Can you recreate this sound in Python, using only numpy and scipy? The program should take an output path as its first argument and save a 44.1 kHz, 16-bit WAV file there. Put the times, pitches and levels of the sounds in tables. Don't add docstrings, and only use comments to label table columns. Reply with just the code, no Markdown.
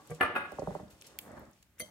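import sys
import numpy as np
from scipy import signal
from scipy.fft import rfft, irfft
from scipy.io import wavfile
from scipy.ndimage import uniform_filter1d

SR = 44100
rng = np.random.default_rng(int(sys.argv[2]) if len(sys.argv) > 2 else 0)


def natural_amplitude(level_db):
    exponent = np.asarray(level_db, float) / 20
    return 10 ** exponent


def bounce(signal):
    frames = np.transpose(np.atleast_2d(signal))
    limited = np.clip(frames, -1, 1)
    pcm = np.round(limited * 32767).astype(np.int16)
    wavfile.write(sys.argv[1], SR, pcm)


N = 83790

# mode_hz, level_db, t60_s
SOFT_BOARD = [(73.3, -12.5, .2), (166.5, -7.5, 0.073), (192.9, 1, 0.21), (240, -3.5, 0.12),
              (325, 2.5, 0.078), (418, -2.5, .06), (508, -5, 0.069), (617, 6, 0.14), (703, -8, 0.038),
              (1170, -9, 0.054)]


def evened(x):
    return x / np.sqrt(np.mean(x ** 2) + 1e-20)


def peaked(x, db):
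    return natural_amplitude(db) * x / abs(x).max()


def read(points, hz):
    f, value = np.transpose(points)
    return np.interp(np.log(hz + 1), np.log(f + 1), value)


def colour(x, points):
    gain = natural_amplitude(read(points, np.fft.rfftfreq(x.shape[-1], 1 / SR)))
    return irfft(rfft(x) * gain, x.shape[-1])


def add(mix, s, sound):
    part = mix[max(round(s * SR), 0):][:len(sound)]
    part += sound[:len(part)]


def ring(modes, spread=0., damp=0.88):
    t = np.arange(SR // 3) / SR
    hz, db, t60 = np.transpose(modes)[:, :, None]
    neighbour = (np.arange(5) > 0)[:, None, None]
    off, turn = rng.uniform(-1, 1, (2, 5, len(hz), 1)) * neighbour
    size = natural_amplitude(db - 60 * t / np.clip(damp * t60, .01, .3)) * np.where(off == 0, 1, .55)
    sines = np.sin(2 * np.pi * (hz * (1 + spread * off) * t + turn))
    out = (size * sines).sum((0, 1)) * np.minimum(t / 0.000077, 1)
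    return out / abs(out).max()


def earlier_ring():
    # mode_hz, level_db, t60_s
    old_modes = [(590, -7, 0.41), (760, -2.5, 0.32), (826, -5, .1), (1135, 0.5, 0.42), (1640, -10, .2)]
    out = np.zeros(N)
    add(out, 0, peaked(ring(old_modes, 0.024), -48.5))
    return out


def grains(per_s, spread_db):
    sign = rng.choice([-1., 1.], N)
    size = natural_amplitude(spread_db * np.minimum(rng.exponential(1, N), 4))
    return sign * size * (rng.random(N) < per_s / SR)


def drag():
    # time_s, slide_db, crunch_db
    strokes = [(0, -63.5, -72), (0.157, -60.5, -63.5), (.3, -47.5, -101), (.5, -58, -70.5), (.75, -54, -66),
               (.87, -63.5, -76.5), (.99, -69, -72.5), (1.07, -63, -63.5), (1.17, -62, -75.5),
               (1.2, -63, -74), (1.25, -57, -74.5), (1.383, -50.5, -72), (1.5, -66, -79.5),
               (1.58, -92.5, -75.5), (1.702, -85.5, -85.5), (1.9, -61, -86.5)]
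    # pitch_hz, level_db
    slide_tone = [(30, -32), (70, -6), (200, 2), (600, 0.5), (1200, -6), (2000, -12), (4000, -65.5),
                  (8000, -75)]
    # pitch_hz, level_db
    crunch_tone = [(1200, -25.5), (2500, 3), (4500, -0.5), (8000, 0), (15500, -14)]
    slips_per_s, slip_spread_db, slide_ring_db = 2800, 3.5, -14.5
    grains_per_s, grain_spread_db = 12000, 4
    s, slide_db, crunch_db = np.transpose(strokes)
    t = np.arange(N) / SR
    slips = evened(colour(grains(slips_per_s, slip_spread_db), slide_tone))
    board = evened(signal.oaconvolve(slips, ring(SOFT_BOARD))[:N])
    slips = evened(slips + natural_amplitude(slide_ring_db) * board)
    crunch = evened(colour(grains(grains_per_s, grain_spread_db), crunch_tone))
    return natural_amplitude(np.interp(t, s, slide_db)) * slips + natural_amplitude(np.interp(t, s, crunch_db)) * crunch


def ticks():
    # start_s, level_db, low_hz, high_hz, length_s
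    touches = [(.01, -61, 4000, 15000, 0.005), (0.074, -45.5, 5760, 14700, 0.00095),
               (0.104, -45.5, 5870, 12400, 0.008), (0.148, -47.5, 3650, 14000, 0.0031),
               (.42, -75, 11000, 15500, 0.0011), (0.519, -48, 4020, 16500, 0.0028),
               (0.593, -45, 4000, 8200, 0.0057), (0.746, -55, 5770, 15100, 0.0052),
               (0.881, -56, 3480, 5500, 0.00081), (0.899, -53.5, 1500, 15200, 0.031),
               (1.013, -43, 4000, 9800, 0.0011), (1.022, -36.5, 1450, 15800, 0.00053),
               (1.066, -46.5, 4000, 14200, 0.0067), (1.395, -48.5, 10700, 15700, 0.0012),
               (1.1884, -29, 2400, 16000, .001), (1.1884, -33, 2450, 3200, .0016),
               (1.1884, -27, 11500, 15500, .001), (1.071, -46, 4000, 15000, .0008),
               (1.04, -53.5, 1440, 6100, 0.022), (1.067, -62, 1500, 6000, 0.0079),
               (1.199, -49.5, 6500, 15500, .06), (1.318, -50, 6500, 12000, 0.00055),
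               (1.454, -55.5, 5500, 8000, 0.00075), (1.504, -65.5, 3960, 5200, 0.0011),
               (1.513, -54.5, 8100, 15800, 0.00049), (1.764, -72, 1000, 2470, 0.0019),
               (1.782, -55.5, 1200, 3500, 0.0026), (1.783, -59, 5500, 6800, 0.0088),
               (1.79, -53, 1500, 3430, .004), (1.7905, -45.5, 7000, 15500, 0.0023),
               (1.835, -54, 3000, 15000, 0.046), (1.533, -57, 5060, 8560, 0.0012),
               (1.627, -50.5, 1494, 14650, 0.002)]
    tail_db, tail_s = -37, 0.03
    out, t = np.zeros(N), np.arange(4096) / SR
    f = np.fft.rfftfreq(4096, 1 / SR) + 1
    for s, db, low_hz, high_hz, length in touches:
        grit = rfft(rng.standard_normal(4096))
        noise = irfft(grit / (1 + (low_hz / f) ** 9) / (1 + (f / high_hz) ** 8))
        shape = np.minimum(4 * t / length, 1) * np.exp(-t / length)
        add(out, s - .0005, peaked(noise * (shape + natural_amplitude(tail_db) * np.exp(-t / tail_s)), db))
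    return out


def pushes():
    # start_s, level_db, push_length_s
    bumps = [(.235, -32.5, 0.0036), (.53, -41, 0.004), (.646, -62, 0.0022), (.83, -38, 0.0015),
             (.87, -44, 0.0019), (.93, -46.5, .003), (1.29, -43, .0006), (1.33, -43.5, 0.0011),
             (1.48, -47.5, .002), (1.375, -41, 0.0031), (1.42, -43, 0.0026), (1.6, -53, 0.0057),
             (1.802, -44, 0.00012), (1.82, -39, 0.0005)]
    # start_s, level_db, push_length_s
    nudges = [
        (.099, -37.5, 0.00027),
        (.107, -36.5, 0.00021),
        (.114, -31, 0.00016),
        (.124, -35, .0005),
        (.14, -44.5, 0.00039),
    ]
    # mode_hz, level_db, t60_s
    nudge_modes = [(80.6, -10.5, 0.094), (158, -9, 0.16), (475.6, -2, 0.11), (571, -7, 0.062),
                   (727, -9.5, 0.07), (1160, -9, .08), (1570, -15, .06), (1950, -12, 0.05),
                   (2240, -17.5, .06), (3200, -23, .05)]
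    out, t = np.zeros(N), np.arange(600) / SR
    for rows, body in (bumps, ring(SOFT_BOARD, 0.046)), (nudges, ring(nudge_modes, 0.0052)):
        for s, db, length in rows:
            push = t * np.exp(-2 * t / length)
            add(out, s, peaked(signal.oaconvolve(push, body), db))
    return out


def knocks():
    # start_s, level_db, contact_length_s, glass_share_db
    first_knocks = [
        (.2015, -36, .004, -36),
        (.2093, -14.5, 0.00026, -25),
        (.228, -18, 0.0056, -27),
        (.25, -24.5, 0.0035, -41.5),
        (.262, -32.5, 0.0011, -27.5),
        (.285, -36.5, 0.008, -37),
    ]
    # mode_hz, level_db, t60_s
    first_board = [(298.6, -4, 0.072), (359, -1, 0.079), (475, -10, 0.089), (580, -10.5, 0.041),
                   (758, -1, 0.046), (859, -1, 0.077), (1142.6, -3, 0.12), (1200, -2.5, 0.12),
                   (1367, -3.5, 0.069), (1719, -4, 0.13), (1987, -6.5, 0.074), (2437, -7.5, 0.11),
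                   (2833, -3, 0.026), (3462, -20.5, 0.037)]
    # start_s, level_db, contact_length_s, glass_share_db
    second_knocks = [
        (.353, -26.5, 0.0032, -24),
        (.361, -19.5, 0.0011, -29),
        (.374, -36.5, 0.00081, -20),
        (.405, -36, 0.004, -23),
        (.44, -43, 0.0053, -24),
        (.452, -37, 0.0013, -27),
    ]
    # mode_hz, level_db, t60_s
    shifted_board = [(366, -5.5, 0.053), (558.5, -7.5, 0.2), (757, 0, 0.059), (851.5, 2, 0.039),
                     (1142, 0, 0.13), (1254.6, -2, .08), (1391, -1, 0.12), (1435, -7, 0.15),
                     (1640, -6, .18), (2074, -9, .08), (247.8, -6, .07), (2500, -11, 0.058),
                     (3240, -19.5, 0.092), (3703, -26, 0.15)]
    # mode_hz, level_db, t60_s
    wall_modes = [(7725, -14, .12), (8856, -1, .1), (10850, 0, .09), (11000, -5, .09), (14150, -2, .08),
                  (14450, -1, .08), (15000, -12, .07)]
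    # pitch_hz, level_db
    clatter_tone = [(100, -37), (250, -6), (800, 2), (1400, 6), (2600, -7), (4000, -22), (6000, -31),
                    (16000, -45)]
    clatter_db, clatter_t60_s, board_spread, board_rise_s = -6.5, 0.13, 0.012, 0.00044
    out, wall, t = np.zeros(N), ring(wall_modes, 0.019), np.arange(SR // 3) / SR
    rise = np.sin(np.pi / 2 * np.minimum(t / board_rise_s, 1)) ** 2
    fade = natural_amplitude(-60 * t / clatter_t60_s) + 0.59 * np.exp(-t / 0.019)
    for rows, modes in (first_knocks, first_board), (second_knocks, shifted_board):
        board = evened(ring(modes, board_spread))
        for s, db, length, glass_db in rows:
            grit, dense = rng.standard_normal((2, len(t)))
            dense = evened(colour(dense, clatter_tone) * fade)
            contact = (grit[:2000] + 18 * (t[:2000] == 0)) * np.exp(-t[:2000] / length)
            body = rise * (board + natural_amplitude(clatter_db) * dense)
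            add(out, s, peaked(signal.oaconvolve(contact, body), db))
            add(out, s, peaked(signal.oaconvolve(contact, wall), db + glass_db))
    return out


def rocks():
    # crest_s, level_db, start_pitch_hz, thud_pitch_share, thud_db
    sways = [
        (.523, -36, 1100, 1.46, -7),
        (.589, -29, 1285, 0.87, 0),
        (0.6232, -28, 880, 0.81, -1),
        (.676, -27, 1278, 0.97, -0.5),
        (0.7098, -35.5, 1200, 0.793, 4),
        (0.7541, -28, 1230, 0.87, -13),
        (.801, -38, 1200, 0.98, -1.5),
    ]
    sweep_s, end_hz, pulse_s, fall_s = .0032, 380, .004, .0011
    slap_s, slap_db, slap_again_db, heel_s = .0058, -2.5, -6, 0.00066
    out, t = np.zeros(N), np.arange(600) / SR
    swell = np.where(t < pulse_s, np.sin(np.pi / 2 * t / pulse_s) ** 1.4,
                     np.exp(-((t - pulse_s) / fall_s) ** 2))
    heel = t * np.exp(-2 * t / heel_s)
    for s, db, start_hz, share, thud_db in sways:
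        turns = np.cumsum(end_hz + (start_hz - end_hz) * np.exp(-(t / sweep_s) ** 2)) / SR
        pulse = swell * np.cos(2 * np.pi * (turns - np.interp(pulse_s, t, turns)))
        slap = uniform_filter1d(pulse, size=36)
        thud = ring(np.multiply(SOFT_BOARD, [share, 1, 1]), 0.026)
        add(out, s - pulse_s, peaked(pulse, db))
        add(out, s - pulse_s + slap_s, -peaked(slap, db + slap_db))
        add(out, s - pulse_s + 1.737 * slap_s, peaked(slap, db + slap_again_db))
        add(out, s + 0.00386, peaked(signal.oaconvolve(heel, thud), db + thud_db))
    return out


def clinks():
    # start_s, level_db, brightness_0_to_1
    strikes = [
        (1.7966, -31, 0.83),
        (1.8015, -29, 0),
        (1.81, -34.5, 0.05),
        (1.82, -45.5, 0.08),
    ]
    # mode_hz, level_db, t60_s
    rim_modes = [(507.6, -6.5, 0.14), (2067, 5.5, 0.11), (2124, 6.5, 0.057), (3180, -7, .16),
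                 (4000, -12.5, 0.12), (4566, -8, 0.14), (6100, -7, 0.16), (7820, -8.5, 0.19),
                 (9000, -7, 0.093), (9620, 3, 0.087), (10550, -5.5, 0.14), (11660, -6, .1),
                 (13900, -12, .11), (14800, -12, .1)]
    crack_db, crack_s = -13, .005
    out, rim, t = np.zeros(N), ring(rim_modes, .024, .75), np.arange(3000) / SR
    for s, db, bright in strikes:
        grit = signal.lfilter([1, -bright], [1, .5 * (bright - 1)], rng.standard_normal(3000))
        crack = grit * np.exp(-t / crack_s)
        add(out, s, peaked(signal.oaconvolve(crack * np.exp(-t / 0.00069), rim), db))
        add(out, s, peaked(crack, db + crack_db))
    return out


def kitchen_air():
    # pitch_hz, level_db
    hush = [(25, -10), (70, 6), (200, -5), (500, -20), (1000, -18), (2000, -17.5), (5000, -32),
            (15500, -24.5)]
    return natural_amplitude(-70.5) * evened(colour(rng.standard_normal((2, N)), hush))


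def kitchen(x):
    # band_hz, t60_s
    decay = [(100, 0.46), (1500, 0.49), (4000, 0.64), (15000, 0.11)]
    taps = np.zeros((2, SR))
    at = np.arange(200, SR - 20, 20)
    places = at + rng.integers(0, 20, (2, len(at)))
    np.put_along_axis(taps, places, rng.choice([-1., 1.], (2, len(at))), 1)
    hz, t, z = signal.stft(taps, SR, nperseg=256)
    tail = signal.istft(z * natural_amplitude(-60 * t / read(decay, hz)[:, None]), SR, nperseg=256)[1]
    tail = tail / np.linalg.norm(tail, axis=1, keepdims=True)
    return signal.fftconvolve(x[None], tail, axes=1)[:, :N]


def ports(x):
    # pitch_hz, level_db
    side_tone = [(60, -13.5), (250, -10), (700, -7.5), (1500, 0.5), (3000, 0), (6000, 0), (9000, -1.5),
                 (13000, -20.5)]
    smear_s = .003
    smear = rng.standard_normal(1024) * np.exp(-np.arange(1024) / SR / smear_s)
    hz, z = np.fft.rfftfreq(N, 1 / SR), rfft(smear, N)
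    flat = z / np.sqrt(uniform_filter1d(abs(z) ** 2, size=900))
    return irfft(rfft(x) * flat * natural_amplitude(read(side_tone, hz)), N)


def scene():
    hard = knocks() + earlier_ring()
    small = pushes() + rocks() + clinks() + ticks()
    rub = drag()
    knock_room_db, small_room_db, drag_room_db = -8.5, -18.5, -9
    sent = natural_amplitude(knock_room_db) * hard + natural_amplitude(small_room_db) * small + natural_amplitude(drag_room_db) * rub
    wet = kitchen_air() + kitchen(sent)
    near = hard + small + rub
    mid, side = near + wet[0], ports(near + wet[1])
    return np.array([mid + side, mid - side])


def low_pass(x):
    return signal.sosfilt(signal.butter(12, 16800, fs=SR, output="sos"), x)


def record(dry):
    edge = signal.firwin(255, 15900, window=("kaiser", 8), fs=SR)
    cut = signal.sosfilt(signal.butter(4, 56, "high", fs=SR, output="sos"), dry)
    return low_pass(signal.oaconvolve(cut, edge[None], "same"))


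dry = scene()
out = record(dry)
bounce(out)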